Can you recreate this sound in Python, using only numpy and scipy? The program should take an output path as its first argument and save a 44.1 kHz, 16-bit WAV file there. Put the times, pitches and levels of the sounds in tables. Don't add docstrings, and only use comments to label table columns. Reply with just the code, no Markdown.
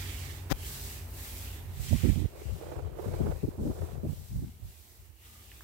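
import sys
import numpy as np
from scipy import signal
from scipy.fft import rfft, irfft, next_fast_len
from scipy.io import wavfile
from scipy.ndimage import uniform_filter1d

SR = 44100
rng = np.random.default_rng(int(sys.argv[2]) if len(sys.argv) > 2 else 0)


def dump_mix(stems):
    frames = np.atleast_2d(stems).T
    limited = np.clip(frames, -1, 1)
    pcm = np.round(limited * 32767).astype(np.int16)
    wavfile.write(sys.argv[1], SR, pcm)


N = 248283
T = np.arange(N) / SR
HZ = np.maximum(np.arange(N // 2 + 1) * SR / N, 1)


# start/s, lift/s, hiss level/dB, fade by lift/dB, crunch re hiss at start/dB, at lift/dB,
# sheen re hiss/dB, added hiss L-R/dB, crunch L-R/dB
STRIDES = [(0.0, 0.374, -45.5, 4.5, -1, -7, -2, -2.5, -7),
           (0.665, 0.987, -41.5, 5.5, -9, -9, -1.3, 0.0, -5.5),
           (1.197, 1.562, -44, 5.5, -10, -8.5, 0.8, 0.5, -7),
           (1.846, 2.218, -43.5, 10.0, -6.5, -3.5, -3.6, 0.0, -4.0),
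           (2.396, 2.865, -55.5, 9, -7.0, -6.5, -2.5, 0.5, 1.5),
           (3.031, 3.485, -55.5, 3.5, -6.5, -9.5, -1, 0.5, 0),
           (3.637, 3.942, -55.5, 4, -14.5, -5.5, -1.8, 0.5, -0.5),
           (4.11, 4.55, -54.5, 7, -10, -9.5, -0.2, 0.0, -1.5),
           (4.664, 5.08, -56.5, 5, -11.5, -11.5, 0.5, 0.0, -4.5),
           (5.254, 5.63, -55, 0, -7, -11.0, 0, 0.0, -2)]
def strides(push_db_per_s=126, settle_db_per_s=108, fade_power=2.85, press_power=0.62, sheen_slope=0.72):
    hiss, sheen, crunch, pans = [], [], [], []
    for start, lift, level_db, fade_db, first_db, last_db, sheen_db, *pans_db in STRIDES:
        progress = np.clip((T - start) / (lift - start), 0, 1)
        slide_db = level_db - fade_db * progress ** fade_power
        edges_db = ramps_db(start, lift, push_db_per_s, settle_db_per_s)
        press_db = first_db + (last_db - first_db) * progress ** press_power
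        hiss.append(slide_db + edges_db - sheen_db / 2)
        sheen.append(slide_db + sheen_slope * edges_db + sheen_db / 2)
        crunch.append(slide_db + edges_db + press_db)
        pans += [(start, *pans_db), (lift, *pans_db)]
    hiss_pan, crunch_pan = panned(in_time(pans, column=1)), panned(in_time(pans, column=2))
    return power_sum(hiss), power_sum(sheen), power_sum(crunch), hiss_pan, crunch_pan


# f/Hz, relative density/dB
HISS_SPECTRUM = [(2500, -21.5), (3800, -1.5), (5500, -2), (7000, -1), (8200, 0.7), (9000, -3),
                 (10500, -1.5), (12500, 1), (14500, 0.5), (15800, 0)]
CRUNCH_SPECTRUM = [(350, -21), (750, -5), (1050, -6.5), (1400, -5), (1900, 3), (2700, 2.5), (3400, 1),
                   (4600, -7), (8000, -15.5)]
def feet(sheen_hz=9500):
    hiss_gain, sheen_gain, crunch_gain, hiss_pan, crunch_pan = strides()
    sliding = coloured(husks(per_s=22000, spread_db=2.0, direct_share=0.057), HISS_SPECTRUM)
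    body = shaped(sliding, 1 / (1 + (HZ / sheen_hz) ** 12))
    sheen = sliding - body
    hiss = body * hiss_gain * panned(-.8) + sheen * sheen_gain * panned(1.3)
    pressed = coloured(husks(per_s=9000, spread_db=4.5, direct_share=0.22), CRUNCH_SPECTRUM)
    crunch = heaps(pressed) * crunch_gain
    hiss *= from_db(.5 * drift(30))
    crunch *= from_db(0.98 * drift(4))
    return hiss * hiss_pan + crunch * crunch_pan


def husks(per_s, spread_db, direct_share, port_lag_s=.00036):
    sizes = from_db(spread_db * np.minimum(rng.exponential(1, (3, N)), 4))
    signs = rng.choice([-1, 1], (3, N))
    clicks = sizes * signs * (rng.random((3, N)) < per_s / SR)
    direct = np.array([clicks[2], np.roll(clicks[2], round(port_lag_s * SR))])
    return np.sqrt(1 - direct_share) * clicks[:2] + np.sqrt(direct_share) * direct


def heaps(crunch, swing_db=3.0, bands=18):
    centres_hz = np.geomspace(600, 4500, bands)
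    size = next_fast_len(N)
    spectrum = rfft(crunch, size)
    hz = np.linspace(0, SR / 2, spectrum.shape[1])
    out = np.zeros((2, N))
    for weights in np.eye(bands):
        band = irfft(spectrum * np.interp(hz, centres_hz, weights), size)[:, :N]
        out += band * from_db(swing_db * drift(5.6))
    return out


# start/s, end/s, port (0 left, 1 right), level/dB, upper corner/Hz
EDDIES = [(1.797, 1.872, 1, -31, 133), (1.908, 1.96, 1, -23, 260), (1.927, 1.934, 1, -12.5, 435),
          (2.034, 2.061, 1, -19, 366), (2.066, 2.108, 1, -17.5, 290), (2.11, 2.142, 1, -23, 209),
          (2.156, 2.206, 1, -24, 298), (2.216, 2.26, 1, -22.5, 303), (2.454, 2.565, 0, -31, 162),
          (2.765, 2.889, 0, -33, 137), (3.061, 3.118, 0, -30.5, 208), (3.2, 3.222, 0, -23, 413),
          (3.229, 3.27, 0, -26, 200), (3.277, 3.306, 0, -26.5, 320), (3.432, 3.456, 0, -23, 390),
          (3.473, 3.491, 1, -27, 364), (3.581, 3.647, 0, -31, 334), (3.649, 3.718, 0, -28, 335),
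          (3.793, 3.851, 0, -34, 150), (3.93, 3.988, 0, -33, 160), (4.033, 4.075, 0, -30.5, 320),
          (4.078, 4.139, 1, -30, 224), (4.305, 4.498, 0, -37, 232), (4.31, 4.408, 1, -31, 131),
          (4.416, 4.448, 1, -33, 261), (4.6, 4.69, 1, -39, 140), (4.643, 4.706, 0, -48, 141),
          (4.981, 5.027, 0, -49.5, 122), (5.057, 5.105, 1, -51, 120)]
def buffets(edge_s=0.0029, flutter_db=-27, fast_above_hz=300, graze_db=-33, graze_corner_hz=540):
    out = np.zeros((2, N))
    grazes = [(start, end, 1, graze_db, graze_corner_hz) for start, end, port, _, corner_hz in EDDIES
              if port == 0 and corner_hz > fast_above_hz]
    for start, end, port, level_db, corner_hz in EDDIES + grazes:
        span = slice(int((start - .2) * SR), int((end + .1) * SR))
        swell = soft_window(T[span], start, end, edge_s)
        white = rng.standard_normal((2, SR))[:, :len(swell)]
        push = turbulence(white[0], corner_hz) * swell
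        push /= np.sqrt(np.sum(push ** 2) / np.sum(swell ** 2))
        ripple = butter(butter(white[1], 550, "low", order=3), 150, "high")
        flutter = unit_rms(ripple) * push
        out[round(port), span] += from_db(level_db) * (push + from_db(flutter_db) * flutter)
    return out


def turbulence(white, corner_hz, low_hz=54, hump_hz=82, hump_db=9.0):
    hump = butter(white, [hump_hz, hump_hz * 1.04], "band", order=1)
    pressure = butter(white + (from_db(hump_db) - 1) * hump, low_hz, "high", order=3)
    pressure = butter(pressure, .42 * corner_hz, "low", order=1)
    return butter(pressure, corner_hz, "low", order=4)


# start/s, end/s, port (0 left, 1 right), level/dB
LOW_GUSTS = [(1.7, 1.85, 1, -41), (1.93, 2.12, 1, -30.5), (1.6, 2.403, 0, -68), (2.592, 4.25, 0, -41),
             (3.136, 3.326, 0, -33), (3.15, 3.4, 1, -58), (4.18, 4.503, 1, -49.5), (4.45, 4.675, 0, -52.5)]
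def breeze(rise_db_per_s=101, fall_db_per_s=175, lumps_db=2.5):
    out = np.zeros((2, N))
    for side in range(2):
        gusts = power_sum(db + ramps_db(start, end, rise_db_per_s, fall_db_per_s)
                          for start, end, port, db in LOW_GUSTS if port == side)
        rumble = turbulence(rng.standard_normal(N), corner_hz=150)
        out[side] = gusts * unit_rms(rumble * from_db(lumps_db * drift(31)))
    return out


# start/s, end/s, level/dB
RUSH_GUSTS = [(2.357, 2.407, -45.5), (2.474, 2.523, -50), (2.628, 2.84, -40), (3.01, 3.127, -37.5),
              (3.225, 3.28, -35.5), (3.523, 3.658, -48.5), (3.726, 3.832, -41.5), (3.94, 3.965, -46),
              (4.076, 4.088, -54.5), (4.155, 4.195, -58.5)]
# f/Hz, relative density/dB
RUSH_SPECTRUM = [(150, -43), (220, -50), (310, -4), (410, 1), (600, -5), (1000, -13.5), (1500, -19),
                 (2500, -30.5), (5000, -40.5)]
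def rush(rise_db_per_s=196, fall_db_per_s=106, flicker_db=3.5, spit_db=1.5, eddy_db=-0.5):
    air = coloured(rng.standard_normal(N), RUSH_SPECTRUM)
    body = shaped(air, 1 / (1 + (HZ / 800) ** 4))
    spits = (air - body) * from_db(spit_db * drift(94) - 4.0)
    passing = np.zeros(N)
    for start, end, *_ in EDDIES:
        passing[int(start * SR):int(end * SR)] = 1
    passing = uniform_filter1d(passing, size=600)
    gusts = power_sum(db + ramps_db(start, end, rise_db_per_s, fall_db_per_s)
                      for start, end, db in RUSH_GUSTS)
    return (body + spits) * gusts * from_db(eddy_db * passing + flicker_db * drift(44)) * [[0], [1]]


# t/s, level/dB
FRICTION_LEVEL = [(.494, -56), (.503, -32), (.509, -27), (.514, -28.5), (.519, -25.5), (.523, -28),
                  (.526, -18), (.528, -34), (.534, -73)]
# f/Hz, relative density/dB
FRICTION_SPECTRUM = [(80, 11.5), (500, 4.5), (1200, 3), (3000, -7.5), (6500, -7.5), (9000, -23),
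                     (15000, -10)]
# t/s, level/dB, decay/s
SLIPS = [(0.5136, -10.5, 0.0059), (.521, -8.5, 0.003), (0.5256, -23, 0.00026)]
def scrape():
    touching = (T > FRICTION_LEVEL[0][0]) * (T < FRICTION_LEVEL[-1][0])
    friction = coloured(rng.standard_normal(N), FRICTION_SPECTRUM) * from_db(in_time(FRICTION_LEVEL))
    steps = sum(from_db(db) * (T >= start) * np.exp(-np.abs(T - start) / decay_s)
                for start, db, decay_s in SLIPS)
    return butter(friction * touching + steps, 45, "high") * [[1], [0]]


# t/s, level/dB, centre between the modes/Hz
TICKS = [(5.517, -41, 2320), (5.608, -42, 1370)]
def ticks(decay_s=0.0014, tail_s=0.037, tail_db=-19, mode_ratio=1.62):
    out = np.zeros((2, N))
    for start, db, hz in TICKS:
        age = np.maximum(T - start, 0)
        phase = 2 * np.pi * hz * age
        modes = np.sin(phase / np.sqrt(mode_ratio)) - np.sin(phase * np.sqrt(mode_ratio))
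        knock = modes * np.exp(-age / decay_s)
        scatter = unit_rms(butter(rng.standard_normal((2, N)), [hz * 0.5, hz * 1.36], "band"))
        tail = scatter * np.exp(-age / tail_s) * (T >= start)
        out += from_db(db) * (knock / np.abs(knock).max() + from_db(tail_db) * tail)
    return out * panned(-5.0)


# t/s, firing rate/Hz
FIRING_RATE = [(0, 45.5), (.8, 46), (1.6, 45), (5.63, 37)]
# multiple of firing rate, level re village rumble/dB
ENGINE_ORDERS = [(2, -5.5), (3, -14), (5, -23.5), (6, -23), (9, -27), (12, -29)]
def engine(rate_wander=0.013, swing_db=2.2):
    firing_hz = in_time(FIRING_RATE) * (1 + rate_wander * drift(5.5))
    phase = 2 * np.pi * np.cumsum(firing_hz) / SR
    return sum(np.sqrt(2) * from_db(db + swing_db * drift(3)) * np.sin(order * phase)
               for order, db in ENGINE_ORDERS)


# t/s, level/dB
VILLAGE_LEVEL = [(0, -42.5), (1.6, -43.5), (2.4, -50), (4.4, -55.5), (5.05, -56), (5.18, -60.5),
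                 (5.27, -55), (5.63, -53)]
# f/Hz, relative density/dB
RUMBLE_SPECTRUM = [(20, -2), (35, -10.5), (55, 5.5), (85, 4), (115, -8.5), (170, -16.5), (250, -18.5),
                   (400, -16), (520, -24.5), (780, -22), (1070, -26), (1160, -27.5), (1270, -26.5),
                   (3000, -37.5), (15000, -54)]
# f/Hz, coherence
RUMBLE_COHERENCE = [(130, 0.92), (300, 0.82), (650, 0.62), (1400, 0)]
# f/Hz, L-R/dB
VILLAGE_PAN = [(100, -1), (700, -1), (1300, -3.5), (2400, -17), (6000, -7), (15000, -2)]
def village():
    coherence = at_hz(RUMBLE_COHERENCE)
    mid, side = shaped(rng.standard_normal((2, N)), np.sqrt([1 + coherence, 1 - coherence]))
    rumble = coloured(np.array([mid + side, mid - side]), RUMBLE_SPECTRUM)
    background = (rumble + engine()) * from_db(in_time(VILLAGE_LEVEL))
    return shaped(background, panned(at_hz(VILLAGE_PAN)))


# start/s, end/s, left loss/dB, right loss/dB (negative: gain)
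BASS_DIPS = [(2.263, 4.205, -5.5, 25), (4.735, 5.198, 10, -1), (5.436, 5.503, -1, 5)]
def bass_dips(background, corner_hz=280, edge_s=0.016):
    bass = shaped(background, 1 / (1 + (HZ / corner_hz) ** 4))
    loss_db = sum(np.outer(sides_db, soft_window(T, start, end, edge_s))
                  for start, end, *sides_db in BASS_DIPS)
    return background + bass * (from_db(-loss_db) - 1)


# t/s, f/Hz, level/dB
WHINE = [(5.2, 1244, -88), (5.27, 1230, -72), (5.41, 1214, -68), (5.5, 1130, -84)]
def whine(width_hz=45):
    phase = 2 * np.pi * np.cumsum(in_time(WHINE)) / SR
    ports = [drift(width_hz) * np.sin(phase) + drift(width_hz) * np.cos(phase) for _ in range(2)]
    return np.array(ports) * from_db(in_time(WHINE, column=2)) * (T > WHINE[0][0])


def from_db(db):
    return 10 ** (np.asarray(db) / 20)


def unit_rms(x):
    return x / np.sqrt(np.mean(x ** 2) + 1e-20)


def in_time(rows, column=1):
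    rows = np.array(rows)
    return np.interp(T, rows[:, 0], rows[:, column])


def at_hz(points):
    hz, value = np.transpose(points)
    return np.interp(np.log(HZ), np.log(hz), value)


def shaped(x, gain):
    return irfft(rfft(x) * gain, N)


def coloured(x, spectrum):
    return unit_rms(shaped(x, from_db(at_hz(spectrum))))


def butter(x, hz, kind, order=2):
    return signal.sosfilt(signal.butter(order, hz, kind, fs=SR, output="sos"), x + 1e-18)


def drift(rate_hz, hop=40):
    pole = np.exp(-2 * np.pi * rate_hz * hop / SR)
    white = rng.standard_normal(N // hop + 2002)
    slow = signal.lfilter([1], [1, -2 * pole, pole * pole], white)[2000:]
    return np.interp(np.arange(N) / hop, np.arange(len(slow)), unit_rms(slow))


def panned(db):
    return from_db(np.array([db, -db]).reshape(2, -1) / 2)


def soft_window(t, start, end, edge_s):
    return np.sin(np.pi / 2 * np.clip(np.minimum(t - start, end - t) / (2 * edge_s) + .5, 0, 1)) ** 2


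def ramps_db(start, end, rise_db_per_s, fall_db_per_s):
    return -rise_db_per_s * np.maximum(start - T, 0) - fall_db_per_s * np.maximum(T - end, 0)


def power_sum(levels_db):
    return np.sqrt(sum(from_db(np.maximum(db, -200)) ** 2 for db in levels_db))


def scene():
    return feet() + buffets() + breeze() + rush() + bass_dips(village()) + whine() + scrape() + ticks()


def record(dry):
    low_hz, top_hz = 38, 15800
    return shaped(butter(dry, low_hz, "high", order=4), 1 / np.sqrt(1 + (HZ / top_hz) ** 400))


dry = scene()
out = record(dry)
dump_mix(out)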